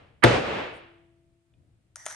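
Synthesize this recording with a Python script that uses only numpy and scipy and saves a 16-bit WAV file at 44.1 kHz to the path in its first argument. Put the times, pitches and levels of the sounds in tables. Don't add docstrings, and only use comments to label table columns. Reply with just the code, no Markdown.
import sys
import numpy as np
from scipy import signal
from scipy.fft import rfft, irfft, next_fast_len
from scipy.io import wavfile
from scipy.ndimage import map_coordinates

SR = 44100
rng = np.random.default_rng(int(sys.argv[2]) if len(sys.argv) > 2 else 0)


def pcm_store(signal):
    levels = np.round(np.clip(np.atleast_2d(signal), -1, 1) * 32767)
    wavfile.write(sys.argv[1], SR, levels.astype(np.int16).T)


def boost_factor(decibels):
    exponent = np.asarray(decibels, float) / 20
    return 10 ** exponent


N = 94815

# (time [s], level [dB])
KNOCKS = [
    (-.33, -24.5),
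    (.2385, 1),
]
# (delay [s], level [dB])
CONTACTS = [
    (0, -2),
    (.0045, 1.5),
    (.0085, 1),
]
# (frequency [Hz], density [dB per Hz])
LEAD_IN = [(500, -16.5), (1000, -5.5), (1700, 2.5), (2600, -10.5), (4000, -25.5), (7000, -51.5)]
# (frequency [Hz], density [dB per Hz])
SNAP = [(1000, -20), (2500, -2), (5000, -8.5), (7000, -12.5), (8900, -0.5), (10500, -4), (13500, -23.5)]
# (frequency [Hz], density [dB per Hz])
CRACK = [(120, -43.5), (300, -11), (1500, -5), (2600, -13), (3600, -10), (6200, -31.5), (9000, -33),
         (12000, -31)]
# (frequency [Hz], likeness [0-1])
IMPACT_ALIKE = [(300, 0.97), (2000, 0.69), (9000, 1.0)]
# (frequency [Hz], level [dB], t60 [s])
BODY = [(55, -13, .4), (117.7, -0.5, .36), (250.6, -5, 0.1), (339.4, 2.5, .12), (459.8, -12.5, 0.1),
        (505, -7.5, .3), (531, -8, 0.083), (577, -8.5, .35), (690, -0.5, 0.069), (877, -3.5, 0.076),
        (1024, -10.5, .06), (1320, -11.5, 0.021), (1595.4, -4.5, .05), (2292, -17, .04)]
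# (frequency [Hz], level [dB], t60 [s])
AIR = [(339.5, -37.5, 2), (665, -52.5, 2.29)]
# (frequency [Hz], density [dB per Hz])
THROWN = [(28, -39), (60, -9), (200, -5), (500, -1), (1000, -10.5), (2600, -16), (9600, -39.5),
          (9900, -58.5)]
# (frequency [Hz], t60 [s])
ROOM = [(60, 0.57), (250, 0.6), (1000, 0.69), (3000, 0.75), (6000, 0.57), (10000, 0.53)]
# (frequency [Hz], likeness [0-1])
ROOM_ALIKE = [(60, .97), (160, .93), (300, .6), (600, .1), (3000, .2), (9000, .6)]
# (frequency [Hz], density [dB per Hz])
RUMBLE = [(14, -46), (25, -21.5), (114, -9), (214, -25.5), (342, -24.5), (400, -34), (700, -36),
          (1200, -61)]
# (frequency [Hz], likeness [0-1])
RUMBLE_ALIKE = [(30, 1), (200, 0.74), (800, 0.46), (4000, 0.1), (10000, 1)]
# (frequency [Hz], left over centre [dB])
RUMBLE_PAN = [(60, 2.2), (500, 2.3), (3000, 0)]
# (time [s], level [dB])
RUMBLE_LEVEL = [(0, -59), (1.2, -62.5), (1.55, -66.5), (1.75, -67.5), (1.85, -70), (2.15, -63.5)]
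# (frequency [Hz], density [dB per Hz])
HISS = [(300, -10), (900, 0), (2500, -1.5), (6000, -10.5), (9000, -6), (14000, -16)]
# (frequency [Hz], density [dB per Hz])
SLIDE = [(5000, -24), (7500, -10), (9200, 3.5), (10500, -12), (13000, -21)]
# (frequency [Hz], level [dB], t60 [s])
TICK = [(2450, -3, .12), (3050, -1, 0.031), (3510, 3, 0.021)]
# (frequency [Hz], density [dB per Hz])
TICK_GRIT = [(60, 3), (200, -20), (900, -60)]
TICK_EDGE = [(1000, -20), (2300, 0), (3800, 2), (5500, -25)]
# (time [s], level [dB], share of hollow tone [ratio])
TAPS = [
    (1.9576, -30.5, 0.33),
    (1.9654, -43.5, 0.479),
    (2.0555, -34.5, 0.28),
    (2.063, -24.5, 0.69),
    (2.0709, -42, 1.2),
    (2.083, -42, 0.58),
    (2.099, -38.5, 0.493),
    (2.111, -45.5, 2.6),
    (2.144, -53, .5),
]
# (time [s], level [dB])
SCRAPE = [
    (1.958, -100),
    (1.966, -60.5),
    (2.05, -77),
    (2.066, -33),
    (2.12, -40.5),
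    (2.15, -48.5),
]
# (centre [Hz], width [Hz], level [dB])
ROD = [(4950, 200, -6.5), (6370, 580, 1.5), (8100, 200, -10.5), (8650, 350, 2), (10860, 690, -7),
       (12800, 720, -7)]
# (centre [Hz], width [Hz], level [dB])
MOUTH = [(630, 100, 1), (970, 100, -2), (1240, 270, 0.5), (1700, 490, 0.5), (2250, 300, -3.5),
         (3620, 1600, -10.5)]
# (centre [Hz], width [Hz], level [dB])
ECHO = [(880, 500, -4), (1902, 380, 0.5), (3520, 1500, -10), (4660, 400, -4), (5960, 560, 1),
        (7507, 900, -2.5), (8700, 1100, -3), (11300, 800, -5.5)]
# (time [s], level [dB])
GAIN = [
    (.236, 0),
    (.25, -9),
    (.3, -14),
    (.37, -11.5),
    (.41, -14.5),
    (.51, -6.5),
    (.6, 0.5),
    (.66, 1),
]
# (frequency [Hz], level [dB])
TREBLE = [(9750, -0.5), (10000, -19.5), (10450, -18.5), (10700, -3.5), (11700, -2), (12000, -23), (14500, -29)]

BLOOM_CYCLES = 0.76


def unit(x):
    return x / np.sqrt(np.mean(x ** 2) + 1e-20)


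def along(points, hz):
    f, v = np.transpose(points)
    return np.interp(np.log(hz + 1), np.log(f + 1), v)


def curve(rows):
    return np.interp(np.arange(N) / SR, *np.transpose(rows))


def filtered(x, response):
    n = x.shape[-1]
    m = next_fast_len(n + 8192)
    return irfft(rfft(x, m) * response(np.fft.rfftfreq(m, 1 / SR)), m)[..., :n]


def resonances(peaks):
    def response(f):
        total = 0
        for k, (centre, width, db) in enumerate(peaks):
            damping = 1j * f * width
            total = total + (-1) ** k * boost_factor(db) * damping / (centre * centre - f * f + damping)
        return total
    return response


def hiss(spectrum, size):
    return unit(filtered(rng.standard_normal(size), lambda hz: boost_factor(along(spectrum, hz))))


def spread(pair, alike):
    turn = lambda hz: np.arccos(np.clip(along(alike, hz), -1, 1)) / 2
    mid, side = filtered(pair, lambda hz: np.array([np.cos(turn(hz)), np.sin(turn(hz))]))
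    return np.array([mid + side, mid - side])


def ring(modes, t, bloom):
    t = np.maximum(t, 0)
    total = 0
    for hz, db, t60 in modes:
        rise = (1 - np.exp(-t * hz / bloom)) ** 2
        total = total + boost_factor(db - 60 * t / t60) * np.sin(2 * np.pi * hz * t) * rise
    return total


def impact_noise(spectrum, size):
    return spread(np.array([hiss(spectrum, size), hiss(spectrum, size)]), IMPACT_ALIKE)


def room(colour):
    hz, t, z = signal.stft(rng.standard_normal((2, 2 * SR)), SR, nperseg=256)
    builds_s = (0.03 + 9.9 / (hz + 100))[:, None]
    decay = boost_factor(-60 * t / along(ROOM, hz)[:, None])
    tail = signal.istft(z * decay * (1 - np.exp(-t / builds_s)), SR, nperseg=256)[1][:, :2 * SR]
    tail = filtered(spread(tail, ROOM_ALIKE), colour)
    tail = tail * (1 - np.exp(-np.arange(2 * SR) / SR / .003))
    return tail / np.linalg.norm(tail[0])


def knocks():
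    before = SR // 2
    out = np.zeros((2, before + N + 2 * SR))
    t = np.arange(2 * SR) / SR
    pan_db, body_lag_s = 1.5, .0004
    lift_s, lift_takes_s = .56, .04
    lead_in_s, lead_in_db, lead_in_rise_db = .016, -6.5, 28
    for s, db in KNOCKS:
        at = before + round(s * SR)
        one = impact_noise(SNAP, len(t)) * boost_factor(-8.5 - 60 * t / .006)
        for delay, contact_db in CONTACTS:
            crack = impact_noise(CRACK, len(t)) * boost_factor(-5.5 + contact_db - 60 * t / 0.028)
            crack = crack * (1 - np.exp(-t / 0.0002))
            one += np.roll(crack, round(delay * SR), axis=1)
        body = np.array([ring(BODY, t, BLOOM_CYCLES), ring(BODY, t - body_lag_s, BLOOM_CYCLES)])
        one += 0.99 * body * boost_factor([[pan_db], [-pan_db]])
        lifted = 1 / (1 + np.exp((lift_s - t) / lift_takes_s))
        one += ring(AIR, t, BLOOM_CYCLES) * lifted * boost_factor([[2.2], [-2.2]])
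        one += boost_factor(30) * room(lambda hz: boost_factor(along(THROWN, hz)))
        out[:, at:at + len(t)] += boost_factor(db) * one

        n = round(lead_in_s * SR)
        rise = boost_factor(lead_in_db + lead_in_rise_db * (np.arange(n) / n - 1))
        lead_in = hiss(LEAD_IN, n) * rise * np.minimum(np.arange(n) / 150, 1)
        out[:, at - n:at] += boost_factor(db) * lead_in * boost_factor([[-18.], [0]])
    return out[:, before:before + N]


def rumble():
    swell = map_coordinates(rng.standard_normal(40), [np.arange(N) * 9 / SR])
    pair = spread(np.array([hiss(RUMBLE, N), hiss(RUMBLE, N)]), RUMBLE_ALIKE)
    pair = filtered(pair, lambda hz: boost_factor(np.outer([1, -1], along(RUMBLE_PAN, hz))))
    return boost_factor(curve(RUMBLE_LEVEL) + 4 * swell) * pair + boost_factor(-81) * hiss(HISS, (2, N))


def slide():
    centre_s, length_s, level_db = .76, 0.02, -67.5
    t = np.arange(N) / SR
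    stroke = np.exp(-.5 * ((t - centre_s) / length_s) ** 2)
    return boost_factor(level_db) * stroke * hiss(SLIDE, N)


def tick():
    t = np.arange(N) / SR - 1.538
    edge = (t > 0) * boost_factor(-60 * np.abs(t) / 0.0097) * hiss(TICK_EDGE, N)
    gritty_ring = ring(TICK, t, 0.65) * (1 + .5 * hiss(TICK_GRIT, N))
    return boost_factor(-72) * (gritty_ring + 1.2 * edge)


def rod():
    tap_t60, tap_room_db, pan_db, mouth_echo = 0.014, 15.5, 1.5, .35
    grains_per_s, grain_spread_db = 900, 0.5
    sharp, hollow = np.zeros(N + 2000), np.zeros(N + 2000)
    wet = np.zeros((2, N + 2 * SR))
    t = np.arange(2000) / SR
    for s, db, share in TAPS:
        at = round(s * SR)
        burst = boost_factor(db + 12.5 - 60 * t / tap_t60) * rng.standard_normal(len(t))
        burst = burst * (1 - np.exp(-t / .0004))
        sharp[at:at + len(t)] += burst
        hollow[at:at + len(t)] += share * burst

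        def colour(hz):
            steel = np.abs(resonances(ECHO)(hz)) ** 2
            return steel + mouth_echo * share * np.abs(resonances(MOUTH)(hz))
        wet[:, at:at + 2 * SR] += boost_factor(db + tap_room_db) * room(colour)

    caught = rng.random(N) < grains_per_s / SR
    size = boost_factor(grain_spread_db * rng.exponential(size=N))
    drag = boost_factor(curve(SCRAPE)) * unit(caught * size * rng.standard_normal(N))
    steel = filtered(sharp[:N] + drag, resonances(ROD))
    mouth = filtered(1.4 * hollow[:N] + 1.2 * drag, resonances(MOUTH))
    return (steel + mouth) * boost_factor([[pan_db], [-pan_db]]) + wet[:, :N]


def scene():
    return knocks() + rumble() + slide() + tick() + rod()


def band_limit(x):
    return signal.sosfilt(signal.butter(12, 14650, fs=SR, output="sos"), x)


def record(dry):
    top_hz, port_lag_s, ceiling = 14600, 2.6e-5, .93

    def ports(hz):
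        lag = np.exp(np.outer([1j, -1j], np.pi * hz * port_lag_s))
        return boost_factor(along(TREBLE, hz)) * (hz < top_hz) * lag
    x = dry * boost_factor(curve(GAIN))
    limited = x / (1 + np.abs(x / ceiling) ** 6) ** (1 / 6)
    mix = filtered(limited, ports)
    return band_limit(mix)


dry = scene()
out = record(dry)
pcm_store(out)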